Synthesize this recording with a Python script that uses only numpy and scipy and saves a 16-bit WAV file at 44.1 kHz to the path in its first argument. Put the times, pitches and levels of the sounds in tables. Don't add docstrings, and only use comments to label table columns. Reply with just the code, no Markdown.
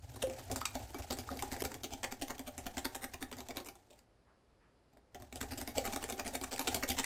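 import sys
import numpy as np
from scipy import signal
from scipy.fft import rfft, irfft
from scipy.io import wavfile
from scipy.ndimage import uniform_filter1d

SR = 44100
rng = np.random.default_rng(int(sys.argv[2]) if len(sys.argv) > 2 else 0)


def transcribe(u):
    v = np.clip(np.atleast_2d(u).T, -1, 1)
    q = np.round(v * 32767).astype(np.int16)
    wavfile.write(sys.argv[1], SR, q)


N = 310905

# (pitch [Hz], width [Hz], level [dB])
BOWL_HIGH_MODES = [(485, 55, -8), (590, 50, -3), (725, 55, -1), (795, 55, -1), (910, 100, -10),
                   (1100, 150, -14)]
# (pitch [Hz], width [Hz], level [dB])
BOWL_LOW_MODES = [(256, 32, 0), (340, 50, -11), (400, 45, -8)]
# (pitch [Hz], width [Hz], level [dB])
TABLE_MODES = [(52, 26, -3), (72, 28, 0), (97, 32, -3), (125, 30, -5)]
# (frequency [Hz], relative level [dB])
TICK_SCRAPE_EQ = [(530, -18), (900, 3.5), (1220, 0.5), (1460, 2.5), (3650, -1), (4070, -1), (7760, 0),
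                  (10400, -10), (12800, -8), (15300, -7), (16500, -78)]


def whisk_beats(swish_db=-14.5, push_db=-3.0, knock_db=-2, thud_db=-2.5, boom_under_thud_db=7.0):
    # (time [s], clatter peak [dB], bowl weight over the clatter [dB],
    # lead from first touch to blow [s], trail after the blow [s])
    blows = [(0.1447, -48, -5, 0.035, 0.0024), (0.1596, -42.5, -3, 0.00066, 0.0059),
             (0.2264, -26.5, -7.5, 0.0054, 0.0016), (0.2709, -36.5, -2.5, 0.001, 0.019),
             (0.2991, -36.5, -6.5, 0.0019, 0.037), (0.3955, -41.5, -5.5, 0.00097, 0.0075),
             (0.4144, -52, -14, 0.0007, 0.0006), (0.4359, -47.5, -22, 0.012, 0.0023),
             (0.499, -43, 8, 0.0024, 0.004), (0.5146, -28.5, -6, 0.00042, 0.0053),
             (0.56, -24, -11.5, 0.00072, 0.011), (0.6137, -31, -16.5, 0.0082, 0.0023),
             (0.6556, -21, -44, 0.0017, 0.0012), (0.7538, -27, -5, 0.00048, 0.00133),
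             (0.8017, -44.5, -0.5, 0.00063, 0.018), (0.9048, -45, -6.5, 0.0029, 0.00061),
             (0.9452, -34.5, -2.5, 0.0013, 0.00092), (0.9896, -39, -4.5, 0.0056, 0.0131),
             (1.023, -38, -26, 0.0014, 0.0052), (1.0402, -52, -14.4, 0.00054, 0.0025),
             (1.1078, -26, -6.5, 0.005, 0.00215), (1.1279, -28.5, -13, 0.0074, 0.0047),
             (1.1707, -38.4, -5, 0.0008, 0.0029), (1.1875, -32, -7, 0.00076, 0.0091),
             (1.2905, -44, -8, 0.0021, 0.00038), (1.3158, -36.5, 2, 0.012, 0.008),
             (1.3355, -49, 3, 0.0008, 0.0034), (1.3549, -44, 0, 0.00071, 0.00087),
             (1.3718, -38.5, -5, 0.00087, 0.0013), (1.3925, -33, -21, 0.0027, 0.0033),
             (1.4236, -26.5, -6.5, 0.00035, 0.0031), (1.5228, -31, -3.5, 0.0067, 0.0085),
             (1.5651, -34.2, -7, 0.0007, 0.0017), (1.605, -29.5, -14, 0.019, 0.0033),
             (1.6215, -27, -5, 0.0008, 0.00246), (1.6387, -27.5, -11.5, 0.00043, 0.0011),
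             (1.652, -24.5, -12, 0.0038, 0.0039), (1.7173, -33, -16, 0.02, 0.0015),
             (1.743, -31.5, -13, 0.002, 0.0035), (1.8436, -28.5, -9.5, 0.0099, 0.0068),
             (1.9071, -42.0, -7, 0.0008, 0.0033), (1.9354, -30.5, -8, 0.027, 0.001),
             (2.0418, -25, -10.5, 0.0109, 0.0033), (2.1224, -29.6, -8, 0.012, 0.0022),
             (2.222, -24, -9.5, 0.0086, 0.00397), (2.2813, -35.5, -13, 0.0053, 0.0027),
             (2.305, -30.5, -4.5, 0.011, 0.005), (2.3812, -40.5, -13, 0.00043, 0.0027),
             (2.3937, -30.5, -8.5, 0.0008, 0.0027), (2.4763, -35, -3.7, 0.012, 0.00727),
             (2.58, -29.5, -12.5, 0.0014, 0.007), (2.6662, -27.5, -6.5, 0.0088, 0.0035),
             (2.7715, -28, -6.5, 0.002, 0.00051), (2.7813, -27.5, -14.5, 0.002, 0.0059),
             (2.8528, -21.5, -9, 0.0069, 0.00077), (2.953, -29, -11.5, 0.0051, 0.0061),
             (3.0413, -29, -8, 0.03, 0.00356), (3.1413, -33.5, -7.5, 0.0052, 0.0013),
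             (3.226, -28, -11, 0.018, 0.00262), (3.3151, -37.5, -4.5, 0.001, 0.0017),
             (3.3274, -35, -9, 0.0013, 0.0035), (3.3693, -41.5, -8, 0.0016, 0.0036),
             (3.3858, -36, -8, 0.0053, 0.0087), (3.4049, -35, -11, 0.0008, 0.0014),
             (3.4862, -34.5, -5.5, 0.00037, 0.0053), (3.5068, -36, -4.5, 0.008, 0.0025),
             (3.5594, -41.5, -3.5, 0.018, 0.005), (3.571, -26, -11, 0.0017, 0.0055),
             (3.6026, -37.5, -5.5, 0.0016, 0.0081), (3.6472, -41.5, -13, 0.0008, 0.00077),
             (3.6647, -38.3, -10, 0.0099, 0.0061), (3.6872, -35, -11.5, 0.0015, 0.0039),
             (3.7543, -46.5, -11, 0.0008, 0.00331), (3.9104, -49.5, -3.8, 0.0091, 0.019),
             (3.9902, -51.5, -21, 0.02, 0.0014), (4.9343, -63, 2, 0.0059, 0.0022),
             (4.9718, -51.5, -7, 0.0004, 0.0008), (5.147, -39, -5.5, 0.00124, 0.0045),
             (5.2005, -49.5, -0.1, 0.00057, 0.0042), (5.2225, -42, -4, 0.0014, 0.00214),
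             (5.326, -34.5, -8.5, 0.00064, 0.0025), (5.3577, -33.4, -8, 0.0009, 0.0082),
             (5.413, -26, -13, 0.0067, 0.0023), (5.4296, -30.5, -7.9, 0.0011, 0.0032),
             (5.5219, -30.5, -9, 0.013, 0.0072), (5.5843, -30, -11, 0.01, 0.0095),
             (5.6142, -29.5, -8.5, 0.013, 0.00073), (5.6765, -30, -7.5, 0.0014, 0.019),
             (5.781, -19.5, -11.5, 0.0196, 0.0017), (5.8522, -27.5, -7.5, 0.0104, 0.0064),
             (5.8764, -30.5, -2.5, 0.0087, 0.0011), (5.9331, -27, -9, 0.014, 0.0075),
             (5.9615, -23.5, -8.5, 0.0017, 0.0012), (6.0272, -31.5, -8, 0.0071, 0.0037),
             (6.0402, -24.5, -12.5, 0.00056, 0.0013), (6.0989, -26, -11.5, 0.017, 0.0035),
             (6.125, -28.5, -9.5, 0.0022, 0.005), (6.1783, -37.5, -7, 0.0139, 0.0019),
             (6.1968, -27.5, -8, 0.0095, 0.00195), (6.2646, -30.5, -5.5, 0.018, 0.0044),
             (6.278, -29, -10, 0.0004, 0.0041), (6.3522, -24.5, -9, 0.018, 0.0022),
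             (6.4134, -31.5, -6, 0.00066, 0.0019), (6.441, -27.1, -11.5, 0.016, 0.0016),
             (6.529, -28.5, -8, 0.0176, 0.0083), (6.5612, -33, -22, 0.00054, 0.0011),
             (6.5803, -31.5, -15, 0.0068, 0.00049), (6.595, -22, -12, 0.002, 0.013),
             (6.6783, -20.5, -11, 0.0065, 0.0036), (6.748, -19, -12.5, 0.0033, 0.0096),
             (6.8347, -21.5, -11.5, 0.0088, 0.0019), (6.8896, -23, -15, 0.012, 0.00041),
             (6.9053, -23.1, -9.5, 0.0078, 0.01), (6.9879, -21.5, -11, 0.02, 0.0095),
             (7.043, -21, -27, 0.011, 0.0011)]
    # (pitch [Hz], width [Hz], level [dB])
    wire_modes = [(1580, 930, -6), (2004, 450, 2), (2317, 210, 3.5), (3150, 330, 1), (3650, 140, 2),
                  (4455, 420, -3.5), (4795, 380, 0.5), (6330, 330, -6), (7580, 500, 1.5), (9190, 890, -0.5),
                  (9410, 1200, -11), (12400, 1150, -2)]
    times, peak_db, weight_db, lead_s, trail_s = np.transpose(blows)[:, :, None]
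    depth_db, glance_db = 1.5 * rng.standard_normal((len(times), 2)).T[:, :, None]
    size, preroll_s = 8192, .03
    t, hz = np.arange(size) / SR - preroll_s, np.fft.rfftfreq(size, 1 / SR)
    landings = wire_landings(t, lead_s, trail_s)
    squeeze_s = np.where(t < 0, 0.85 * lead_s, 0.018 + 0.85 * trail_s)
    squeeze = np.exp(-(t / squeeze_s) ** 2)
    grain = rng.standard_normal(landings.shape)
    contact = (landings + gain_of(swish_db) * squeeze) * grain
    force = landings + gain_of(push_db) * squeeze
    tilt_db = glance_db * np.clip(np.log2((hz + 1) / 1100) / 2, 0, 1)
    ticks = equalise(contact, curve_at(TICK_SCRAPE_EQ, hz) + tilt_db)
    rings = equalise(resonate(contact, wire_modes, vary_db=1.5, detune=0.016), tilt_db)
    clatter = unit_peak(unit_rms(ticks) + unit_rms(rings))
    knock = unit_peak(resonate(force * grain, BOWL_HIGH_MODES, vary_db=3.5, detune=0.0069))
    thud = unit_peak(resonate(force * grain, BOWL_LOW_MODES, vary_db=-0.5, detune=0.029))
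    boom = unit_peak(resonate(force, TABLE_MODES, vary_db=-1.0, detune=0.034))
    low_end = thud + gain_of(-boom_under_thud_db) * boom
    body = gain_of(knock_db - depth_db) * knock + gain_of(thud_db + depth_db) * low_end
    notch_db = -9 * np.exp(-((hz - 165) / 43) ** 2)
    hits = gain_of(peak_db) * equalise(clatter + gain_of(weight_db) * body, notch_db)
    out = np.zeros(N)
    for at, hit in zip(times[:, 0], hits):
        mix_in(out, at - preroll_s, hit)
    return out


def wire_landings(t, lead_s, trail_s, wires=20, tick_s=0.00035, reach=2.6, lead_fade_s=0.013):
    places, strengths = rng.random((len(lead_s), wires, 2)).T
    places = 3 * places - 1
    places = np.where(places < 0, places, reach / 2 * places)
    places[0], strengths[0] = 0, .9
    places[1], strengths[1] = -1, .97
    pulses = 0
    for place, strength in zip(places[:, :, None], strengths[:, :, None]):
        lands_s = place * np.where(place < 0, lead_s, trail_s)
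        age = np.maximum(t - lands_s, 0) / tick_s
        softening = np.where(place < 0, -lands_s / lead_fade_s, .5 * place)
        pulses = pulses + strength * np.exp(-softening) * age * np.exp(-age)
    return unit_peak(pulses)


def clear_rings(attack_s=0.0008):
    # (time [s], level [dB], pitch [Hz], time to fall 60 dB [s])
    rings = [(.2195, -33, 3700, .015), (.2255, -29, 2800, .018), (.2375, -26, 526, .15),
             (.6155, -24, 1150, .012), (.619, -42, 1300, .2), (.6537, -22, 2700, .009),
             (.659, -46, 2400, .25), (.95, -49, 2300, .1), (1.2898, -28, 1250, .015),
             (1.6205, -29, 420, .05), (4.968, -53, 600, .04), (5.782, -27, 500, .07), (5.155, -46, 720, .2),
             (5.873, -36, 2350, .02), (6.758, -44, 4300, .1), (6.916, -33, 2050, .03),
             (7.041, -28, 2000, .03)]
    out, t = np.zeros(N), np.arange(SR // 4) / SR
    for at, db, hz, t60 in rings:
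        wobble = unit_rms(uniform_filter1d(rng.standard_normal(len(t)), 300))
        waver = 1 + .45 * np.minimum(t / .04, 1) * wobble
        envelope = gain_of(db - 60 * t / t60) * np.minimum(t / attack_s, 1)
        mix_in(out, at, envelope * waver * np.sin(2 * np.pi * hz * t))
    return out


def stirring(squelch_db=-7.5, murmur_db=1.5, patchy_db=4.0, still_db=-80.0):
    # (time [s], scrape level [dB], table boom over the scrape [dB])
    drag = [(0.0, -69, 19), (0.17, -64, 9), (0.37, -58.5, 6), (0.57, -57, 7), (1.0, -60, 9),
            (1.18, -58, 6.5), (1.55, -55.5, 4), (1.88, -67.5, 8), (2.2, -65.5, 3), (2.59, -64, 9.5),
            (2.83, -62, -1.5), (3.36, -67.5, 11), (3.51, -65.5, 7), (4.0, -81, 1.5), (5.16, -78.5, 13),
            (5.5, -62, 11.5), (5.91, -57, -5), (6.54, -61, 0.5), (6.73, -50.5, -0.5), (7.05, -64, 3)]
    lifted_s, returned_s, fade_s = 4.02, 5.14, .03
    times, *levels = np.transpose(drag)
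    t, hz = np.arange(N) / SR, np.fft.rfftfreq(N, 1 / SR)
    scrape_db, boom_db = (np.interp(t, times, level) for level in levels)
    patches = unit_rms(uniform_filter1d(uniform_filter1d(rng.standard_normal(N), 500), 500))
    rub = gain_of(patchy_db * patches) * rng.standard_normal(N)
    calming_db = 2 * np.minimum(scrape_db - still_db, 0)
    bubbling = gain_of(squelch_db + calming_db) * squelch()
    scrape = unit_rms(equalise(rub, curve_at(TICK_SCRAPE_EQ, hz)))
    murmur = gain_of(murmur_db) * unit_rms(resonate(rub[None], BOWL_LOW_MODES + BOWL_HIGH_MODES)[0])
    boom = gain_of(boom_db) * unit_rms(resonate(rub[None], TABLE_MODES)[0])
    in_bowl = np.clip(np.maximum(lifted_s - t, t - returned_s) / fade_s + 1, 0, 1)
    return (scrape + bubbling + murmur + boom) * gain_of(scrape_db) * in_bowl


def squelch(ticks_per_s=400, spread_db=1.5, pitches=24, step_db=0.79):
    sizes = gain_of(spread_db * np.minimum(rng.exponential(1, N), 4))
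    triggers = sizes * (rng.random(N) < ticks_per_s / SR)
    pitch_index, out = rng.integers(0, pitches, N), np.zeros(N)
    for k, hz in enumerate(np.geomspace(1300, 14000, pitches)):
        cycles = np.arange(300) / SR * hz
        age = cycles / rng.uniform(.8, 2.2)
        tick = gain_of(step_db * k) * age * np.exp(-age) * np.sin(2 * np.pi * cycles)
        out += signal.oaconvolve(triggers * (pitch_index == k), tick)[:N]
    return unit_rms(out)


def kitchen_reverb(x):
    # (frequency [Hz], time to fall 60 dB [s])
    decay_times = [(200, 0.43), (1000, 0.3), (4000, 0.18), (12000, 0.21)]
    taps = np.zeros(SR // 2)
    slots = np.arange(200, len(taps) - 20, 20)
    taps[slots + rng.integers(0, 20, len(slots))] = rng.choice([-1., 1.], len(slots))
    hz, t, bands = signal.stft(taps, SR, nperseg=256)
    decay = gain_of(-60 * t / curve_at(decay_times, hz)[:, None])
    tail = signal.istft(bands * decay, SR, nperseg=256)[1]
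    return signal.fftconvolve(x, tail / np.linalg.norm(tail))[:N]


def rustles(log_width=0.7):
    # (time [s], rms level at the crest [dB], band centre [Hz], length [s])
    puffs = [(4.26, -71.5, 1000, 0.1), (4.6, -73.5, 1300, 0.11), (1.7, -58, 370, 0.12)]
    out, t, hz = np.zeros(N), np.arange(SR // 4) / SR, np.fft.rfftfreq(SR // 4, 1 / SR)
    for at, db, centre_hz, length_s in puffs:
        band_db = np.maximum(-10 * (np.log((hz + 1) / centre_hz) / log_width) ** 2, -60)
        noise = unit_rms(equalise(rng.standard_normal(len(t)), band_db))
        age = 3 * t / length_s
        mix_in(out, at, gain_of(db) * noise * age * np.exp(1 - age))
    return out


def kitchen_air(hiss_db=-69.5):
    # (frequency [Hz], relative level [dB])
    air_eq = [(15, -22.5), (45, -3), (70, -7.5), (150, -14), (250, -13), (536, -15.5), (800, -20.5),
              (1600, -27.5), (3600, -35), (4800, -32.5), (5900, -39.5), (11600, -43), (12600, -61.5),
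              (16000, -69.5)]
    # (pitch [Hz], rms level [dB])
    mains = [(59.2, -78.5), (118.4, -84.5)]
    t, hz = np.arange(N) / SR, np.fft.rfftfreq(N, 1 / SR)
    hiss = gain_of(hiss_db) * unit_rms(equalise(rng.standard_normal(N), curve_at(air_eq, hz)))
    hum = sum(np.sqrt(2) * gain_of(db) * np.sin(2 * np.pi * pitch * t) for pitch, db in mains)
    return hiss + hum


def resonate(x, modes, vary_db=0, detune=0):
    hz = np.fft.rfftfreq(x.shape[1], 1 / SR)
    chance = rng.standard_normal((len(x), len(modes), 3, 1))
    response = 0
    for k, (pitch, width, db) in enumerate(modes):
        strength, sign, shift = chance[:, k].transpose(1, 0, 2)
        centre, half = pitch * (1 + detune * shift), width / 2
        peak = half / (half + 1j * (hz - centre)) - half / (half + 1j * (hz + centre))
        response = response + gain_of(db + vary_db * strength) * np.sign(sign) * peak
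    return irfft(rfft(x) * response, x.shape[1])


def equalise(x, db):
    return irfft(rfft(x) * gain_of(db), x.shape[-1])


def curve_at(points, hz):
    knots_hz, values = np.transpose(points)
    return np.interp(np.log(hz + 1), np.log(knots_hz + 1), values)


def mix_in(mix, at_s, sound):
    part = mix[round(at_s * SR):][:len(sound)]
    part += sound[:len(part)]


def gain_of(db):
    return 10 ** (np.asarray(db) / 20)


def unit_rms(x):
    return x / np.sqrt(np.mean(x ** 2) + 1e-20)


def unit_peak(rows):
    return rows / abs(rows).max(1, keepdims=True)


def scene(reverb_db=-10.0):
    # (centre [s], half length [s], level [dB])
    level_dip = (1.6335, .0055, -18)
    hits = whisk_beats() + clear_rings()
    mix = hits + gain_of(reverb_db) * kitchen_reverb(hits) + stirring() + rustles() + kitchen_air()
    centre_s, half_s, dip_db = level_dip
    dip_shape = np.exp(-((np.arange(N) / SR - centre_s) / half_s) ** 8)
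    return (mix * gain_of(dip_db * dip_shape))[None]


def record(dry):
    low_cut_hz, high_cut_hz = 35, 16400
    thinned = signal.sosfilt(signal.butter(1, low_cut_hz, "high", fs=SR, output="sos"), dry)
    high_cut = signal.firwin(511, high_cut_hz, window=("kaiser", 9), fs=SR)
    return signal.oaconvolve(thinned, high_cut[None], "same")


dry = scene()
out = record(dry)
transcribe(out)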